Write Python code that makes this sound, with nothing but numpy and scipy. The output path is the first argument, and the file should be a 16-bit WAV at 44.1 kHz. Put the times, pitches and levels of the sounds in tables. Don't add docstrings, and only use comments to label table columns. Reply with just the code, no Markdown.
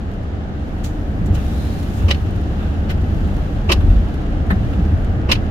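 import sys
import numpy as np
from scipy import signal
from scipy.fft import rfft, irfft
from scipy.io import wavfile
from scipy.ndimage import uniform_filter1d

SR = 44100
rng = np.random.default_rng(int(sys.argv[2]) if len(sys.argv) > 2 else 0)


def pcm_store(signal):
    levels = np.round(np.clip(np.atleast_2d(signal), -1, 1) * 32767)
    wavfile.write(sys.argv[1], SR, levels.astype(np.int16).T)


N = 242550
TIME = np.arange(N) / SR
FREQS = np.maximum(np.arange(N // 2 + 1) * SR / N, 1)

# pitch_hz, level_db
SPRAY_COLOUR = [(1500, 10), (3500, 8), (5500, 3), (7000, 2), (8000, -3), (9500, -1.5), (11000, -1),
                (15500, -4)]


def from_db(db):
    return 10 ** (np.asarray(db) / 20)


def unit_power(x):
    return x / np.sqrt(np.mean(x ** 2) + 1e-20)


def curve_over_pitch(points):
    hz, value = np.transpose(points)
    return np.interp(np.log(FREQS), np.log(hz), value)


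def bump(centre_s, half_s):
    return np.exp(-((TIME - centre_s) / half_s) ** 2)


def in_cabin(pair, colour):
    # pitch_hz, likeness (1 = the same, 0 = unrelated)
    likeness = [(30, 0.93), (75, 0.95), (170, 0.95), (340, 0.82), (520, 0.53), (800, 0.35), (1050, -0.24),
                (1550, -0.16), (2200, -0.32), (2700, -0.012), (3500, -0.14), (5000, -0.026), (15000, -0.12)]
    alike = np.clip(curve_over_pitch(likeness), -.99, .99)
    mid, side = rfft(pair) * from_db(curve_over_pitch(colour))
    left_right = np.sqrt(1 + alike) * mid + np.sqrt(1 - alike) * side * [[1], [-1]]
    return unit_power(irfft(left_right, N))


def noise(colour):
    return in_cabin(rng.standard_normal((2, N)), colour)


def steady(x, span_s):
    power = uniform_filter1d(np.mean(x ** 2, axis=0), max(int(span_s * SR), 100))
    return x / np.sqrt(power + 1e-9)


def grains(per_s, spread_db):
    sizes = from_db(spread_db * np.minimum(rng.exponential(1, (2, N)), 5))
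    hits = rng.random((2, N)) < per_s / SR
    return unit_power(hits * sizes * rng.standard_normal((2, N)))


def contacts(rows, colour, tail_db, tail_s, grit_db):
    rush = in_cabin(grains(per_s=7000, spread_db=grit_db), colour)
    treble = signal.sosfiltfilt(signal.butter(1, 4500, "high", fs=SR, output="sos"), rush)
    out = np.zeros((2, N))
    for peak_s, level_db, rise_s, decay_s, treble_db in rows:
        span = slice(int((peak_s - .05) * SR), int((peak_s + .3) * SR))
        before, after = np.minimum(TIME[span] - peak_s, 0), np.maximum(TIME[span] - peak_s, 0)
        fall = np.hypot(np.exp(-after / decay_s), from_db(tail_db) * np.exp(-after / tail_s))
        loudness = from_db(level_db) * np.exp(-(before / rise_s) ** 2) * fall
        out[:, span] += loudness * (rush[:, span] + (from_db(treble_db) - 1) * treble[:, span])
    return out


def road():
    # pitch_hz, level_db
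    rumble_colour = [(12, -27), (26, -23), (38, 9.5), (48, -11), (61, 6.5), (74, 5.5), (90, 2), (115, -6.5),
                     (140, -12.5), (220, -69.5)]
    drone_colour = [(70, -3), (115, -0.5), (150, -1), (185, 0.5), (215, 0.5), (242, -5.5), (275, -3.5),
                    (305, -4), (360, -17), (450, -20), (700, -73)]
    roar_colour = [(200, -8.5), (340, 6), (400, 4), (480, 3), (600, 1.5), (780, 1), (970, -8), (1300, -6),
                   (1480, -7.5), (1680, -8), (2050, -13), (3000, -22.5), (6000, -56)]
    # centre_s, half_length_s, rumble_db, drone_db
    patches = [(1.276, 0.11, 1.5, 4), (1.85, 0.28, -2, -.5), (2.073, .06, 6, 0.5), (3.148, 0.25, 2.5, 1),
               (3.493, 0.049, -3.5, -1), (3.863, 0.14, 9.5, 2), (4.2, 0.085, -2.5, 0.5), (4.53, 0.16, 3, 1),
               (4.873, 0.13, 5, 1.5), (5.35, 0.082, 1.5, 2.5)]
    rough_from_s, fade_s, roar_rise_db_per_s = 0.98, 0.75, 0.53
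    smooth = np.clip(.5 - (TIME - rough_from_s) / fade_s, 0, 1)
    rumble_swing_db = sum(db * bump(centre_s, half_s) for centre_s, half_s, db, _ in patches)
    drone_swing_db = sum(db * bump(centre_s, half_s) for centre_s, half_s, _, db in patches)
    roar_swing_db = 0.23 * drone_swing_db + roar_rise_db_per_s * (TIME - TIME.mean())
    rumble = from_db(-19.5 - 5 * smooth + rumble_swing_db) * steady(noise(rumble_colour), span_s=0.128)
    drone = from_db(-24 - 3.5 * smooth + drone_swing_db) * steady(noise(drone_colour), span_s=0.068)
    roar = from_db(-32.5 - smooth + roar_swing_db) * noise(roar_colour)
    return rumble + drone + roar


def slush():
    # pitch_hz, level_db
    swish_colour = [(1200, -6), (2200, -12.5), (2750, 2.5), (3500, -1.5), (4400, -6.5), (5400, -11),
                    (7000, -14), (8200, -22), (15000, -44)]
    # start_s, swish_db, spray_db, change_db (of both, start to end)
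    sweeps = [(-.25, -71, -64, -10), (0.531, -66, -53.5, -2), (1.32, -57, -42.5, -8),
              (2.06, -49.5, -52, -2), (2.91, -50.5, -50.5, -5), (3.66, -50, -54, -7),
              (4.45, -52.5, -54.5, -12.5), (5.3, -50.5, -59, -2)]
    sweep_s = 0.98
    swish_gain, spray_gain = from_db(-51), from_db(-66)
    for start_s, swish_db, spray_db, change_db in sweeps:
        progress = np.clip((TIME - start_s) / sweep_s, 0, 1)
        speed = np.abs(np.sin(np.pi * progress))
        loudness = speed ** 0.45 * from_db(change_db * (progress - .5))
        swish_gain = np.hypot(swish_gain, from_db(swish_db) * loudness)
        spray_gain = np.hypot(spray_gain, from_db(spray_db) * loudness)
    rub = rng.standard_normal((2, N)) + from_db(-5) * grains(per_s=500, spread_db=2)
    drops = rng.standard_normal((2, N)) + from_db(-5) * grains(per_s=500, spread_db=3.5)
    return swish_gain * in_cabin(rub, swish_colour) + spray_gain * in_cabin(drops, SPRAY_COLOUR)


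def ticks_and_rustles():
    # peak_s, level_db
    tick_times = [(.116, -42), (.137, -42), (.234, -43), (2.262, -37), (2.309, -35), (2.362, -38),
                  (3.367, -36.5), (4.142, -35.5), (5.047, -38)]
    # peak_s, level_db, rise_s, decay_s, treble_db
    rustle_rows = [(.847, -31, 0.0082, 0.023, -3.5), (1.262, -46.5, 0.0045, 0.0082, 8.5),
                   (1.353, -42, 0.0094, 0.0075, 5), (1.985, -49, 0.074, .03, 6)]
    # pitch_hz, level_db
    rustle_colour = [(1200, -5), (2400, -1), (3300, 0), (5000, -2), (6300, 0), (7000, 3), (8000, -3),
                     (10000, -8.5), (15500, -7)]
    rise_s, decay_s, treble_db = .0003, .0015, 3
    tick_rows = [(peak_s, level_db, rise_s, decay_s, treble_db) for peak_s, level_db in tick_times]
    rustles = contacts(rustle_rows, rustle_colour, tail_db=-13, tail_s=0.055, grit_db=2.0)
    ticks = contacts(tick_rows, SPRAY_COLOUR, tail_db=-20, tail_s=.008, grit_db=2.0)
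    return from_db(-1.0) * rustles + from_db(-1.5) * ticks


def thuds():
    # start_s, level_db, pitch_hz, swell_s
    booms = [(1.297, -8, 90, 0.019), (2.036, -3, 80.2, 0.017), (3.786, -5, 70.5, 0.022),
             (3.892, -5.5, 50.8, 0.04), (4.518, -10, 196.4, 0.011), (4.785, -11.5, 172, 0.011),
             (4.926, -8.5, 83.3, 0.017), (5.085, -10.5, 82.8, 0.013)]
    out = np.zeros(N)
    for start_s, level_db, pitch_hz, swell_s in booms:
        age = np.maximum(TIME - start_s, 0)
        loudness = from_db(level_db) * age / swell_s * np.exp(1 - age / swell_s)
        out += loudness * np.sin(2 * np.pi * pitch_hz * age)
    return out


def wipers():
    # peak_s, slap_db, slap_treble_db, knock_db, knock_treble_db, rebound_db
    near_turns = [(2.1115, -11.5, -11.5, -24.5, 8.5, -35.5), (3.721, -13.5, 7.5, -11, -2, -45),
                  (5.320, -7.5, 0.5, -17, 0, -28.5)]
    # peak_s, flip_db, flip_treble_db, clunk_db, clunk_treble_db
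    far_turns = [(1.357, -38, -5, -41, 0), (2.904, -30.5, -4.5, -30.5, 11.5), (4.509, -44, -3, -18, -5)]
    # peak_s, level_db, rise_s, decay_s, treble_db
    scuff_rows = [(1.385, -41, 0.016, 0.033, -15), (2.03, -41.5, 0.087, 0.12, -4),
                  (2.63, -42, 0.06, 0.13, -7), (3.81, -38, 0.0058, 0.013, -2), (3.905, -44, 0.013, 0.04, 3),
                  (4.735, -37.5, 0.0055, .011, -5)]
    # pitch_hz, level_db
    slap_colour = [(200, -2), (600, -1.5), (1100, -9), (2200, 1.5), (2920, 5.5), (3300, 1), (4100, -1),
                   (5200, -4.5), (6500, -10), (8000, -17.5), (12000, -20), (15500, -25.5)]
    knock_colour = [(150, -26), (350, 12.5), (480, 0), (660, 1.5), (850, -4.5), (1130, 4), (1450, -10.5),
                    (2000, -6.5), (2750, -0.5), (3400, -14), (5000, -17), (8000, -29.5), (15500, -37)]
    scuff_colour = [(800, 6), (1500, 7), (2200, -5), (2750, 5), (3100, -4), (3600, 1), (4400, -15),
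                    (6500, -18), (8000, -18.5), (15500, -21)]
    clunk_colour = [(200, 3.5), (600, -1), (950, -2.5), (1250, 0), (1500, 4), (1680, -1), (1830, 5),
                    (2300, -10), (3200, -18), (3800, -11), (5000, -31), (8000, -29), (15500, -28)]
    knock_shape, slap_shape = (0.0086, 0.019), (0.0041, 0.0071)  # rise_s, decay_s
    flip_shape, clunk_shape = (0.012, 0.016), (0.0061, 0.012)  # rise_s, decay_s
    knock_lead_s = .02
    rebound_s, rebound_treble_db = .036, -11
    slap_rows, knock_rows, clunk_rows = [], [], []
    for peak_s, slap_db, slap_treble_db, knock_db, knock_treble_db, rebound_db in near_turns:
        knock_rows.append((peak_s - knock_lead_s, knock_db, *knock_shape, knock_treble_db))
        slap_rows.append((peak_s, slap_db, *slap_shape, slap_treble_db))
        slap_rows.append((peak_s + rebound_s, rebound_db, *slap_shape, rebound_treble_db))
    for peak_s, flip_db, flip_treble_db, clunk_db, clunk_treble_db in far_turns:
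        slap_rows.append((peak_s, flip_db, *flip_shape, flip_treble_db))
        clunk_rows.append((peak_s, clunk_db, *clunk_shape, clunk_treble_db))
    slaps = from_db(0.4) * contacts(slap_rows, slap_colour, tail_db=-27, tail_s=.03, grit_db=3.0)
    knocks = from_db(-1.5) * contacts(knock_rows, knock_colour, tail_db=-30, tail_s=.03, grit_db=0.45)
    scuffs = from_db(5.0) * contacts(scuff_rows, scuff_colour, tail_db=-24, tail_s=.03, grit_db=0.5)
    clunks = from_db(2.0) * contacts(clunk_rows, clunk_colour, tail_db=-28, tail_s=.03, grit_db=3.5)
    ring = from_db(-1.9) * arm_ring(slaps + knocks)
    return slaps + knocks + ring + scuffs + clunks


def arm_ring(hits):
    # pitch_hz, width_hz (narrower rings longer), level_db
    tones = [(1040, 40, 5), (1205, 35, 6), (1490, 45, 0), (1990, 45, -5), (2285, 35, -2), (2490, 40, -7),
             (2690, 70, 0), (3010, 110, 0), (3350, 60, -1), (3830, 60, 0), (4030, 70, 0), (4290, 60, 2.5),
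             (5000, 120, 0), (5560, 110, -3)]
    out = np.zeros((2, N))
    for pitch_hz, width_hz, level_db in tones:
        kept = np.exp(-np.pi * width_hz / SR)
        feed_in = np.array([1, 0, -1]) * (1 - kept * kept) / 2
        feedback = [1, -2 * kept * np.cos(2 * np.pi * pitch_hz / SR), kept * kept]
        out += from_db(level_db) * signal.lfilter(feed_in, feedback, hits + 1e-18)
    return out


def squeal():
    peak_s, pitch_hz, rise_hz_per_s, width_hz = 1.63, 3950, 1300, 450
    phase = 2 * np.pi * np.cumsum(pitch_hz + rise_hz_per_s * (TIME - peak_s)) / SR
    low_pass = signal.butter(2, width_hz / 2, fs=SR, output="sos")
    waver = signal.sosfilt(low_pass, rng.standard_normal((2, 2, N)))
    tone = unit_power(waver[0] * np.cos(phase) + waver[1] * np.sin(phase))
    return from_db(-51) * bump(peak_s, half_s=.22) * tone


def cabin_echoes(x):
    # left_delay_s, right_delay_s, level_db
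    echoes = [(.00092, 0.00116, -45), (.00207, .00171, -24), (.00335, .00372, -10), (.00528, .00473, -18.5),
              (.0074, 0.0053, -10.5)]
    delays_s, gains = np.array(echoes)[:, :2], from_db(np.array(echoes)[:, 2])
    out = x.copy()
    for left_right_s, gain in zip(delays_s, gains):
        for side, lag in enumerate((left_right_s * SR).astype(int)):
            out[side, lag:] += gain * x[side, :N - lag]
    return out / np.sqrt(1 + np.sum(gains ** 2))


def scene():
    body = road() + thuds()
    lean_left = from_db([[.4], [-.4]])
    close_sounds = slush() * lean_left + wipers() + ticks_and_rustles() + squeal()
    return body + cabin_echoes(close_sounds)


def record(dry):
    ceiling, cutoff_hz = .95, 15600
    rounded = dry / (1 + np.abs(dry / ceiling) ** 8) ** (1 / 8)
    steep_low_pass = signal.ellip(14, .1, 90, cutoff_hz, fs=SR, output="sos")
    return signal.sosfilt(steep_low_pass, rounded)


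dry = scene()
out = record(dry)
pcm_store(out)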